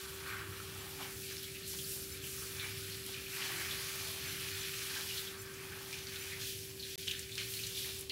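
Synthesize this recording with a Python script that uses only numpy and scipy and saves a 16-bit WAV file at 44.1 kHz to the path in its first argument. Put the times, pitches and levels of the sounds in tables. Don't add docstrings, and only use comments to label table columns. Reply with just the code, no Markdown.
import sys
import numpy as np
from scipy import signal
from scipy.fft import rfft, irfft
from scipy.io import wavfile

SR = 44100
rng = np.random.default_rng(int(sys.argv[2]) if len(sys.argv) > 2 else 0)


def ratio_of_db(decibels):
    return 10 ** (np.asarray(decibels, float) / 20)


def transcribe(u):
    v = np.clip(np.atleast_2d(u).T, -1, 1)
    q = np.round(v * 32767).astype(np.int16)
    wavfile.write(sys.argv[1], SR, q)


N = 357651

# pitch_hz, density_db (dB per Hz)
STREET_SPECTRUM = [(18, -45), (28, -25), (40, -8.5), (49, -19), (65, -2.5), (93, 1), (130, -1.5), (200, -6),
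                   (250, -16.5), (300, -5.5), (360, -13), (450, -13.5), (600, -22.5), (1500, -52)]
# time_s, level_db
STREET_LEVEL = [
    (0.0, -56.5),
    (0.27, -53),
    (3.9, -54),
    (4.3, -52.5),
    (4.7, -55),
    (5.7, -54.5),
    (6.3, -55),
    (8.11, -54.5),
]
# start_s, length_s, pitch_hz, level_db (rms)
ENGINE_DRONES = [(.1, 0.93, 99, -55.5), (.38, 0.19, 338, -61), (.94, 0.16, 272, -57.5),
                 (1.85, 0.45, 101.5, -61), (2.148, 0.13, 295, -60.5), (2.4, 0.75, 101, -55.5),
                 (3.128, .15, 274, -63.5), (3.458, 0.21, 337.5, -56.5), (3.95, 0.32, 101.2, -55.5),
                 (4.45, 0.19, 101.5, -53), (5.2, .35, 97.5, -58.5), (6.3, 0.63, 104, -58),
                 (7.093, 0.83, 110, -54.5)]
# pitch_hz, level_db (rms), wobble_db
PUMP_TONES = [
    (386.6, -54.6, 0.6),
]
# pitch_hz, density_db (dB per Hz)
JET_SPECTRUM = [(2500, -5.5), (5000, -4), (6800, -4), (8000, -0.5), (9200, -5), (9800, 1), (12000, -1.5),
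                (14000, -2), (15500, -4.5), (17500, -44)]
# pitch_hz, level_db
CRACKLE_SPECTRUM = [(3500, -14), (6000, -27), (10000, 3), (14500, -11)]
# pitch_hz, level_db
PATTER_SPECTRUM = [(1700, -26), (2400, -4), (3200, 0.5), (4500, 1), (6000, 7.5), (8000, -6.5)]
# pitch_hz, level_db
SPLASH_SPECTRUM = [(1080, 8.5), (1400, 11.5), (1800, 3), (2200, 14), (2800, 17.5)]
# pitch_hz, level_db
GURGLE_SPECTRUM = [(600, -7.5), (750, -12.5), (900, -17), (1050, 2.5)]

# time_s, force_db, bare_tile_share_db, puddle_share_db, puddle_bubble_hz
STREAM_PATH = [(0.0, -50, -0.5, -2.5, 1280), (0.2, -52, -1.5, 0, 1464), (0.6, -52.5, 2.5, -0.5, 1410),
               (0.78, -51.5, -1.5, -11.5, 1630), (1.2, -49.5, -6, -8, 1850), (1.63, -53, 0, -5.5, 1910),
               (1.7, -44.5, -7.5, -18, 1850), (2.08, -49.5, -5, -8, 1850), (2.44, -47.5, -5, -8, 1550),
               (2.62, -49.5, 0, -3, 2030), (3.27, -50.5, -1.5, -10.5, 1870), (3.36, -45.5, -4, -1, 1910),
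               (4.0, -46, -0.5, -1, 1780), (4.15, -48, 1.5, -2.5, 2080), (5.2, -45.5, -1.5, -6, 1770),
               (5.38, -55.5, -4, 2, 1610), (6.38, -48.5, 1, -7, 2000), (6.56, -48, 0, -7, 2170)]
# peak_s, length_s, hiss_change_db, patter_change_db
LIMB_SWEEPS = [(0.29, 0.19, 3.5, 5), (0.46, 0.4, -2.5, -5.5), (1.02, 0.08, 1.5, 6.5), (1.22, 0.095, 2.5, 4),
               (1.3, 0.21, 1.7, 5), (1.44, 0.076, 2.5, 3), (1.53, 0.15, 0, 1.5), (1.72, 0.07, -1.5, 3.5),
               (1.92, 0.23, 5.5, 0.5), (2.21, 0.1, -7.5, 1.5), (2.27, 0.27, 3.5, -0.5),
               (2.64, 0.16, 0.5, 1), (3.09, 0.16, 2.5, 3), (4.54, 0.06, -2, -1), (3.42, 0.15, -0.5, 4.5),
               (5.09, 0.2, -1, 2.5), (5.42, 0.084, 5, -5), (5.94, 0.1, 0.5, 3), (6.01, 0.087, -2.5, 3),
               (6.3, 0.11, 1, 1), (6.38, 0.16, -5, -7), (6.44, 0.63, 2, 1.5), (6.76, 0.38, -6, -15),
               (7.11, 0.23, 3, 2.5), (7.28, 0.51, -6, -7.5), (7.39, 0.065, -2, 14), (7.55, 0.3, 4, -4.5),
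               (7.79, 0.15, 4.5, 4), (8.085, 0.14, -11, -12), (2.92, 0.086, 1.5, 1), (6.9, 0.24, -3, -1),
               (7.16, 0.06, -4, 0), (7.47, 0.14, -3.5, 0), (1.48, 0.05, 1, 2), (6.62, 0.14, -0.5, 1)]
# peak_s, length_s, splash_change_db, gurgle_change_db
PUDDLE_PLUNGES = [(0.3, 0.39, 9, 3), (0.38, 0.15, 2.5, 2), (1.02, 0.17, 7, 15), (0.8, 0.68, 7, 18),
                  (1.24, 0.19, -4, -8), (1.33, 0.066, 5, 8), (1.74, 0.073, 6, 21), (1.96, 0.12, 0, 12),
                  (2.24, 0.096, 1, 8), (3.09, 0.076, 4, 12), (3.18, 0.27, 9, 7), (3.5, 0.43, 0, 5),
                  (4.13, 0.39, -4.5, 0), (4.34, 0.12, -0.5, 1), (4.54, 0.059, 3, -5), (4.99, 0.29, 1.5, 6),
                  (5.1, 0.13, -6, -11), (5.35, 0.1, 1, 6), (5.8, 0.94, 1, 10), (6.05, 0.19, -3, -7),
                  (6.19, 0.13, 0, 1), (6.35, 0.055, 2, 8), (6.8, 0.33, -2.5, 0), (7.12, 0.27, 8, 3),
                  (7.405, 0.13, 8, 0), (7.54, 0.3, 6, 6), (7.79, 0.13, -17, 2), (7.87, 0.16, 7, 11),
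                  (8.0, 0.2, -12, 8), (8.09, 0.089, -18.5, -1), (4.82, 0.18, 1, -7), (5.85, 0.11, -4, -4),
                  (6.62, 0.23, 1, 4), (7.27, 0.2, 0, -3)]
# start_s, end_s, softened_below_hz, loss_db
PUDDLE_MISSES = [
    (1.17, 2.333, 1230, -2),
    (6.42, 7.372, 1390, -5.5),
    (7.45, 8.11, 1240, -5),
]

# start_s, length_s, pitch_hz, level_db (rms)
FUR_GUSHES = [(.27, 0.13, 1490, -52), (1.22, .06, 2460, -59), (1.265, .04, 4000, -54),
              (1.39, 0.027, 3500, -54), (1.43, .03, 3400, -53), (1.465, .04, 2300, -56.5),
              (1.545, .05, 2620, -60), (1.63, .04, 4200, -55), (1.71, 0.037, 4300, -59),
              (1.77, .02, 5400, -57), (1.79, 0.027, 3200, -57), (1.85, .04, 5400, -53),
              (2.03, .02, 5700, -54), (2.112, 0.057, 2400, -55), (2.23, 0.064, 2980, -53),
              (2.37, 0.046, 5700, -52), (2.62, .08, 2140, -58), (2.79, 0.048, 1350, -59),
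              (3.15, .06, 2550, -56), (3.36, .03, 4830, -51), (3.4, 0.12, 2850, -52),
              (3.52, 0.096, 1640, -51.5), (3.59, 0.081, 2060, -51), (3.57, .09, 4200, -58),
              (3.91, .08, 1270, -60), (4.96, 0.055, 1700, -52), (5.03, .06, 4630, -54),
              (5.1, 0.065, 4600, -59), (5.08, 0.064, 2800, -51), (5.18, .04, 3500, -51),
              (5.68, 0.11, 1620, -58), (6.322, 0.041, 2040, -47), (6.44, .06, 3400, -56),
              (6.59, .05, 5200, -59), (7.09, .02, 2900, -60), (7.09, 0.061, 1690, -55),
              (7.12, .045, 3400, -48), (7.39, .02, 2200, -60), (7.6, .025, 2700, -53),
              (7.43, .03, 3800, -57), (7.76, 0.13, 3600, -51), (7.81, 0.068, 2270, -58),
              (7.83, 0.037, 4200, -54), (1.32, .01, 12000, -52), (1.426, .012, 12000, -48),
              (1.426, .012, 9500, -54), (2.9, .05, 4400, -55), (.3, 0.092, 2200, -61), (3.3, .1, 2600, -56)]
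# start_s, length_s, pitch_hz, level_db (rms)
DROP_SHOWERS = [(.6, 0.57, 840, -65), (3.55, 0.44, 550, -64.5), (3.95, 0.33, 610, -64.5),
                (3.38, 0.21, 1950, -49.5), (1.45, 0.26, 3200, -68), (1.5, 0.89, 1320, -70),
                (2.1, 0.42, 2550, -60), (2.8, 0.37, 1200, -71), (3.3, 0.72, 4270, -54),
                (3.9, .55, 4100, -59), (4.55, 0.44, 2780, -52), (4.85, 0.52, 4800, -55),
                (4.85, 0.18, 1600, -56), (6.5, 0.44, 4800, -62), (5.75, .5, 5600, -57),
                (4.0, .4, 11500, -54), (5.5, .3, 980, -68)]
# start_s, length_s, pitch_hz, level_db (rms)
FUR_TRICKLES = [
    (6.76, 0.19, 1650, -68),
    (5.95, .3, 2200, -63),
    (5.4, .15, 1550, -63),
    (4.95, 0.055, 1680, -56),
]
# time_s, peak_db, ring_hz, crack_db
FAT_DROPS = [(0.5997, -31, 1300, -9), (1.3104, -33, 1620, -6), (1.4274, -28, 3400, 0),
             (1.7883, -25, 3160, 4), (1.84, -27, 4800, 5), (2.42, -33.5, 1320, -6),
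             (2.596, -19.5, 3700, -10), (3.1417, -25, 2660, 1), (3.162, -31, 2580, -6),
             (3.2615, -29, 2610, -1), (3.709, -20.5, 3600, -2), (5.0076, -32, 3500, 3),
             (5.1711, -22.5, 3540, -4), (5.2693, -24.5, 3600, -2), (5.5893, -32, 2440, -6),
             (5.9289, -26, 2560, -2), (6.0701, -27, 4300, 8), (6.1594, -26, 3670, 9),
             (6.319, -29, 2120, -9),
             (6.4118, -31, 3440, -1), (6.587, -26, 5500, 1.5), (6.794, -26.5, 4230, 0),
               (6.8259, -23.5, 3790, -8), (7.026, -30, 3340, 8), (7.078, -21, 3050, 0),
               (7.111, -21, 3400, -2), (7.194, -28, 6940, 11), (7.294, -35, 2370, -1),
               (7.3178, -26, 3770, 3), (7.3547, -40, 4200, 12), (7.3785, -28, 2830, 3),
               (7.5383, -26, 3970, 7), (7.591, -23.5, 2750, -4), (7.6322, -23, 4100, 3),
               (7.649, -29, 4090, 6.5), (7.665, -26, 5780, 1.5), (7.745, -26, 3780, 0.2),
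               (7.889, -24, 3600, 1), (8.098, -22.5, 2870, 1)]
# time_s, peak_db, ring_hz, crack_db
BEAD_TICKS = [(1.3224, -45, 5100, -1.5), (1.3794, -34, 5180, -1.5), (1.5494, -41, 2560, -5),
              (1.6771, -37, 8980, -3), (2.04, -46, 4120, -1.5), (2.24, -44, 2640, -10),
              (2.9187, -39, 4340, -7), (5.4174, -45, 8330, -6), (5.4594, -42, 5330, -6),
              (5.5394, -41, 5950, -7), (7.0724, -34, 3080, 1), (7.2294, -41, 4500, 0),
              (7.568, -38, 4500, 0), (7.6694, -35, 7800, 9), (7.9894, -34, 9960, -1.5),
              (8.0094, -35, 10700, 7), (8.096, -30.5, 3980, 4)]
# time_s, peak_db, ring_hz, crack_db
TINY_PRICKS = [(1.3231, -30, 5030, 0), (1.3674, -29, 5190, 0), (1.4278, -34, 13400, 0),
               (1.6772, -32, 9450, 2), (1.771, -35, 5230, 0), (1.8139, -32, 9730, -3),
               (2.2395, -37, 8450, 0), (3.0636, -25, 10100, 0), (5.4182, -34, 11100, -3),
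               (5.5405, -42, 6000, 2), (5.8298, -43, 5140, 0), (5.9096, -35, 5600, 0),
               (6.414, -34, 5200, 0), (6.9787, -47, 5000, -2), (7.0765, -35, 6180, 0),
               (7.1159, -29, 5470, 0), (7.1927, -25.5, 6940, 0), (7.3109, -39, 5160, 0),
               (7.3588, -36, 5050, 0), (7.3803, -32, 5280, -4), (7.6681, -28, 5780, 0),
               (7.9889, -30, 9960, 0), (8.0094, -26, 10700, 0)]
# time_s, peak_db, ring_hz, crack_db
DRY_SNAPS = [(0.303, -42, 2600, -9), (0.39, -42, 2200, -9), (1.308, -40, 2250, -6), (5.009, -33, 3600, -3),
             (5.173, -34, 2900, -3), (5.175, -36, 4500, -3), (5.272, -41, 3100, -6), (6.796, -40, 5000, -3),
             (7.032, -38, 4400, -3), (7.0783, -25, 3200, 0), (7.083, -31, 3300, 0), (7.095, -34, 3000, -3),
             (7.1115, -25, 3200, -1), (7.116, -30, 3320, -3), (7.133, -37, 3500, 0), (7.191, -39, 1800, -6),
             (7.227, -37, 4600, 2), (7.294, -41, 2700, 6), (7.3548, -33.5, 4200, 7), (7.377, -40, 1700, 3),
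             (7.380, -28, 3000, 0), (7.394, -33, 3300, -3), (7.399, -35, 2600, -1), (7.43, -37, 4300, 2),
             (7.538, -35, 3500, 3), (7.845, -39, 1900, 0), (8.097, -34, 5000, 0), (8.103, -38, 2300, 0)]
# time_s, peak_db, centre_hz, crack_db
WATER_SHEETS = [
    (5.9287, -23.5, 3600, 5),
    (6.4123, -20, 4200, -14),
    (7.3786, -17, 3600, -11),
]

# pitch_hz, width_hz, lift_db
ECHO_RIDGES = [(820, 80, 3), (1030, 90, -4), (1123, 50, 3.5), (1290, 70, 3), (1550, 120, 4), (1800, 150, 3),
               (2400, 250, 4), (3020, 200, 2.5), (3400, 200, 2.5), (4300, 350, 3)]
# time_s, bands (count)
TREBLE_GRAIN = [(0.015, 1), (0.108, 1), (0.781, 2), (0.804, 2), (2.128, 2), (2.848, 1), (3.126, 3),
                (3.498, 3), (3.684, 2), (3.8, 1), (3.939, 1), (4.264, 1), (4.287, 1), (4.311, 1),
                (4.543, 2), (4.612, 1), (4.821, 1), (5.402, 2), (6.052, 1), (6.215, 3), (6.702, 2),
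                (7.167, 1), (7.492, 1)]
# start_s, end_s
DROPOUT = (6.9574, 6.9786)

PUDDLE_MEAN_DB = -52


def rms_one(x):
    return x / np.sqrt(np.mean(x ** 2) + 1e-20)


def at_hz(points, hz):
    pitch_hz, level_db = np.array(points)[:, 0], np.array(points)[:, 1]
    return np.interp(np.log(hz), np.log(pitch_hz), level_db)


def drift(rate, at=None):
    r = np.exp(-80 * np.pi * rate / SR)
    sparse = rng.standard_normal(N // 40 + 2002)
    slow = signal.lfilter([1], [1, -2 * r, r * r], sparse)[2000:]
    samples = np.arange(N) if at is None else at
    return np.interp(samples / 40, np.arange(len(slow)), rms_one(slow))


def ring(clicks, hz, t60):
    r, w = ratio_of_db(-60 / (t60 * SR)), 2 * np.pi * hz / SR
    return signal.lfilter([0, np.sin(w)], [1, -2 * r * np.cos(w), r * r], clicks + 1e-18)


def band(x, low, high):
    sos = signal.butter(2, [low, min(high, .45 * SR)], "band", fs=SR, output="sos")
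    return signal.sosfilt(sos, x)


def in_time(rows):
    s, *columns = np.transpose(rows)
    return [np.interp(np.arange(N) / SR, s, c) for c in columns]


def crossings(events):
    out, t = np.zeros((2, N)), np.arange(N) / SR
    quick_share = 0.3
    for s, length, *change_db in events:
        before = quick_share if sum(change_db) > 0 else 1 - quick_share
        start, end = s - before * length, s + (1 - before) * length
        span = slice(max(round(start * SR), 0), round(end * SR))
        hump = np.interp(t[span], [start, s, end], [0, 1, 0])
        out[:, span] += np.outer(change_db, hump)
    return out


def banded_noise(spectrum, patchy_db, flicker_rate, count):
    out, together, white = 0, drift(flicker_rate), rng.standard_normal((2, N))
    edges = 20 * 2 ** np.arange(0, 10, 1 / count)
    for k, (low, high) in enumerate(zip(edges, edges[1:])):
        hz = np.sqrt(low * high)
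        if spectrum[0][0] <= hz <= spectrum[-1][0]:
            flicker_db = patchy_db * (0.57 * together + drift(flicker_rate))
            level = ratio_of_db(at_hz(spectrum, hz) + flicker_db) * np.sqrt(hz)
            out = out + level * rms_one(band(white[k % 2], low, high))
    return rms_one(out)


def street():
    return ratio_of_db(in_time(STREET_LEVEL)[0]) * banded_noise(STREET_SPECTRUM, patchy_db=0.5, flicker_rate=1.9, count=3)


def pump():
    t, out = np.arange(N) / SR, np.zeros(N)
    for hz, db, wobble_db in PUMP_TONES:
        level = np.sqrt(2) * ratio_of_db(db + wobble_db * drift(2.5))
        out += level * np.sin(2 * np.pi * hz * t + 0.16 * drift(1.1))
    return out


def drops(spectrum, per_s, cycles, uneven_db, clump_db, patch_db, centre_hz=None, focus_db=0, count=20):
    size_db = uneven_db * np.minimum(rng.exponential(1, N), 3)
    signs = rng.choice([-1, 1], N)
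    landed, clumps_db = rng.random(N) < per_s / SR, clump_db * drift(38)
    pitches = np.geomspace(spectrum[0][0], spectrum[-1][0], count)
    dealt = rng.integers(0, count, N)
    out = 0
    for k, hz in enumerate(pitches):
        at, clicks = np.flatnonzero(landed & (dealt == k)), np.zeros(N)
        flurry_db = patch_db * drift(5.0, at)
        level_db = at_hz(spectrum, hz) + clumps_db[at] + flurry_db
        if centre_hz is not None:
            level_db -= focus_db * np.log2(hz / centre_hz[at]) ** 2
        clicks[at] = signs[at] * ratio_of_db(level_db + size_db[at])
        out = out + np.sqrt(hz) * ring(clicks, hz, np.clip(cycles, 1, 14) / hz)
    no_lows = signal.butter(6, .9 * pitches[0], "high", fs=SR, output="sos")
    return rms_one(signal.sosfilt(no_lows, out))


def jet(jet_db):
    beads = drops(CRACKLE_SPECTRUM, 980, 4.1, uneven_db=7.0, clump_db=4.0, patch_db=-2.0, count=10)
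    hiss = banded_noise(JET_SPECTRUM, patchy_db=1.0, flicker_rate=15, count=6)
    return ratio_of_db(jet_db) * (hiss + ratio_of_db(-16.0) * beads)


def tile_patter(force_db, tile_db, jet_db):
    finer_oct = 0.04 * (force_db - force_db.mean())
    bigger_oct = -0.06 * (tile_db - jet_db)
    tile_hz = 3600 * 2 ** (finer_oct + bigger_oct + 0.052 * drift(1.0))
    patter = drops(PATTER_SPECTRUM, 12000, 30.0, uneven_db=0.5, clump_db=1.0, patch_db=1.5,
                   centre_hz=tile_hz, focus_db=10.0, count=20)
    return ratio_of_db(tile_db) * patter


def thin_lows(water, share, cut_hz):
    low = signal.sosfiltfilt(signal.butter(4, cut_hz, fs=SR, output="sos"), water)
    return water - share * low


def puddle_splash(splash_db, puddle_hz):
    splash = drops(SPLASH_SPECTRUM, 8000, 5.8, uneven_db=1.5, clump_db=0.0, patch_db=3.0,
                   centre_hz=puddle_hz, focus_db=18.5, count=14)
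    shallow = np.clip((puddle_hz - 1370) / (1850 - 1370), 0, 1)
    splash = thin_lows(splash, shallow, 1050)
    raised = np.clip((puddle_hz - 2040) / (2200 - 2040), 0, 0.6)
    return ratio_of_db(splash_db) * thin_lows(splash, raised, 2900)


def puddle_gurgle(puddle_db, deep_db):
    plunge_db = puddle_db - PUDDLE_MEAN_DB
    gurgle_hz = 1036 * 2 ** (0.04 * plunge_db)
    gurgle = drops(GURGLE_SPECTRUM, 4000, 7.0, uneven_db=0.0, clump_db=0.5, patch_db=3.0,
                   centre_hz=gurgle_hz, focus_db=19.0, count=10)
    return ratio_of_db(-65 + 1.28 * plunge_db + deep_db) * gurgle


def terrace(x):
    t60_s, level_db = 0.32, -10.5
    t = np.arange(round(.4 * SR)) / SR
    echoes = rng.standard_normal(len(t)) * ratio_of_db(-60 * t / t60_s) * (t > .006)
    echoes = band(echoes, 270, 16400)
    return ratio_of_db(level_db) * signal.fftconvolve(x, echoes / np.sqrt(np.sum(echoes ** 2)))[:N]


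def ridges(x):
    for hz, width_hz, lift_db in ECHO_RIDGES:
        r = np.exp(-np.pi * width_hz / SR)
        w = 2 * np.pi * hz / SR
        peak = signal.lfilter((1 - r * r) / 2 * np.array([1, 0, -1]), [1, -2 * r * np.cos(w), r * r], x)
        x = x + (ratio_of_db(lift_db) - 1) * peak
    return x


def drones():
    out, waver = np.zeros(N), 0.86 * drift(4.2)
    for s, length, hz, db in ENGINE_DRONES:
        span = slice(round(s * SR), round((s + length) * SR))
        t = np.arange(N)[span] / SR
        tone = np.sin(2 * np.pi * hz * t + waver[span])
        out[span] += np.sqrt(2) * ratio_of_db(db) * np.sqrt(np.hanning(len(t))) * tone
    return out


def gushes(events, octaves, ragged_db, rise_share):
    out, t = np.zeros(N + SR), np.arange(round(.7 * SR)) / SR
    beads, lumps = rng.standard_normal((len(events), len(t))), rng.standard_normal((len(events), 72))
    spread = 2 ** (np.clip(octaves, .08, 1.2) / 2)
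    rise = np.clip(rise_share, .02, .6)
    for (s, length, hz, db), noise, lump in zip(events, beads, lumps):
        shape = np.interp(t / length, [0, rise, .7, 1.4], [0.32, 0.97, 0.77, 0])
        ragged = noise * ratio_of_db(ragged_db * np.interp(t * 100, np.arange(len(lump)), lump))
        at = round(s * SR)
        out[at:at + len(t)] += ratio_of_db(db) * shape * rms_one(band(ragged, hz / spread, hz * spread))
    return out[:N]


def runoff():
    return (gushes(FUR_GUSHES, octaves=0.25, ragged_db=4.5, rise_share=0.12)
            + gushes(DROP_SHOWERS, octaves=0.47, ragged_db=3.5, rise_share=0.39)
            + gushes(FUR_TRICKLES, octaves=0.1, ragged_db=4.0, rise_share=0.27))


def slaps(events, lift_db, t60, octaves):
    out, t = np.zeros(N), np.arange(round(.3 * SR)) / SR
    spatter = rng.standard_normal((len(events), len(t))) ** 3
    spread = 2 ** (np.clip(octaves, .08, 1.6) / 2)
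    for (s, db, hz, crack_db), noise in zip(events, spatter):
        pocket = band(noise * ratio_of_db(-60 * t / np.clip(t60, .005, .3)), hz / spread, hz * spread)
        crack = band(noise * ratio_of_db(-60 * t / 0.0035), hz / 1.1, hz * 2.0)
        shape = pocket / np.abs(pocket).max() + ratio_of_db(crack_db) * crack / np.abs(crack).max()
        at = round(s * SR)
        out[at:at + len(t)] += ratio_of_db(db + lift_db) * shape[:N - at]
    return out


def dry_snaps():
    return slaps(DRY_SNAPS, lift_db=-3.5, t60=0.032, octaves=0.44)


def tile_hits():
    return (slaps(FAT_DROPS, lift_db=-12.0, t60=0.1, octaves=0.29)
            + slaps(BEAD_TICKS, lift_db=-2.0, t60=0.073, octaves=0.31)
            + slaps(TINY_PRICKS, lift_db=-4.5, t60=0.027, octaves=0.83)
            + slaps(WATER_SHEETS, lift_db=-11.5, t60=0.63, octaves=4.8))


def misses(water):
    out, fade_s = water.copy(), .03
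    for start, end, hz, loss_db in PUDDLE_MISSES:
        span = slice(round(start * SR), round(end * SR))
        t = np.arange(N)[span] / SR
        low = signal.sosfiltfilt(signal.butter(8, hz, fs=SR, output="sos"), water[span])
        fade = np.clip(np.minimum(t - start, end - t) / fade_s, 0, 1)
        out[span] -= (1 - ratio_of_db(loss_db)) * fade * low
    return out


def scene():
    force_db, tile_share_db, puddle_share_db, puddle_hz = in_time(STREAM_PATH)
    hiss_db, patter_db = crossings(LIMB_SWEEPS)
    splash_db, deep_db = crossings(PUDDLE_PLUNGES)
    jet_db = force_db + hiss_db
    tile_db = force_db + tile_share_db + patter_db
    puddle_db = force_db + puddle_share_db
    near = tile_patter(force_db, tile_db, jet_db) + puddle_splash(puddle_db + splash_db, puddle_hz)
    near = near + puddle_gurgle(puddle_db, deep_db) + runoff() + tile_hits()
    water = ratio_of_db(-1.5) * ridges(misses(near + terrace(near)))
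    mono = water + jet(jet_db) + dry_snaps() + street() + pump() + drones()
    return np.array([mono, mono])


def treble_grain(x):
    half = 1024
    size = 2 * half
    out, hz, window = x.copy(), np.arange(half + 1) * SR / size, np.hanning(size) ** 2
    for (s, bands), noises in zip(TREBLE_GRAIN, rng.standard_normal((len(TREBLE_GRAIN), 3, size))):
        start = max(round(s * SR) - half, 0)
        block = slice(start, start + size)
        for low, noise in zip(rng.uniform(4100, 14200, bands), noises):
            inside = (hz > low) & (hz < low + 1650)
            sound_rms = np.std(irfft(rfft(x[0, block]) * inside))
            grain = rms_one(irfft(rfft(noise) * inside))
            out[:, block] += sound_rms * window * grain * np.array([[1], [-1]])
    return out


def band_limit(x):
    return signal.sosfilt(signal.butter(12, 16730, fs=SR, output="sos"), x)


def record(dry):
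    t = np.arange(N) / SR
    start_s, end_s = DROPOUT
    kept = (t < start_s) | (t > end_s)
    top_cut = signal.ellip(14, .1, 75, 15750, fs=SR, output="sos")
    mix = signal.sosfilt(top_cut, treble_grain(dry)) * kept
    return band_limit(mix)


dry = scene()
out = record(dry)
transcribe(out)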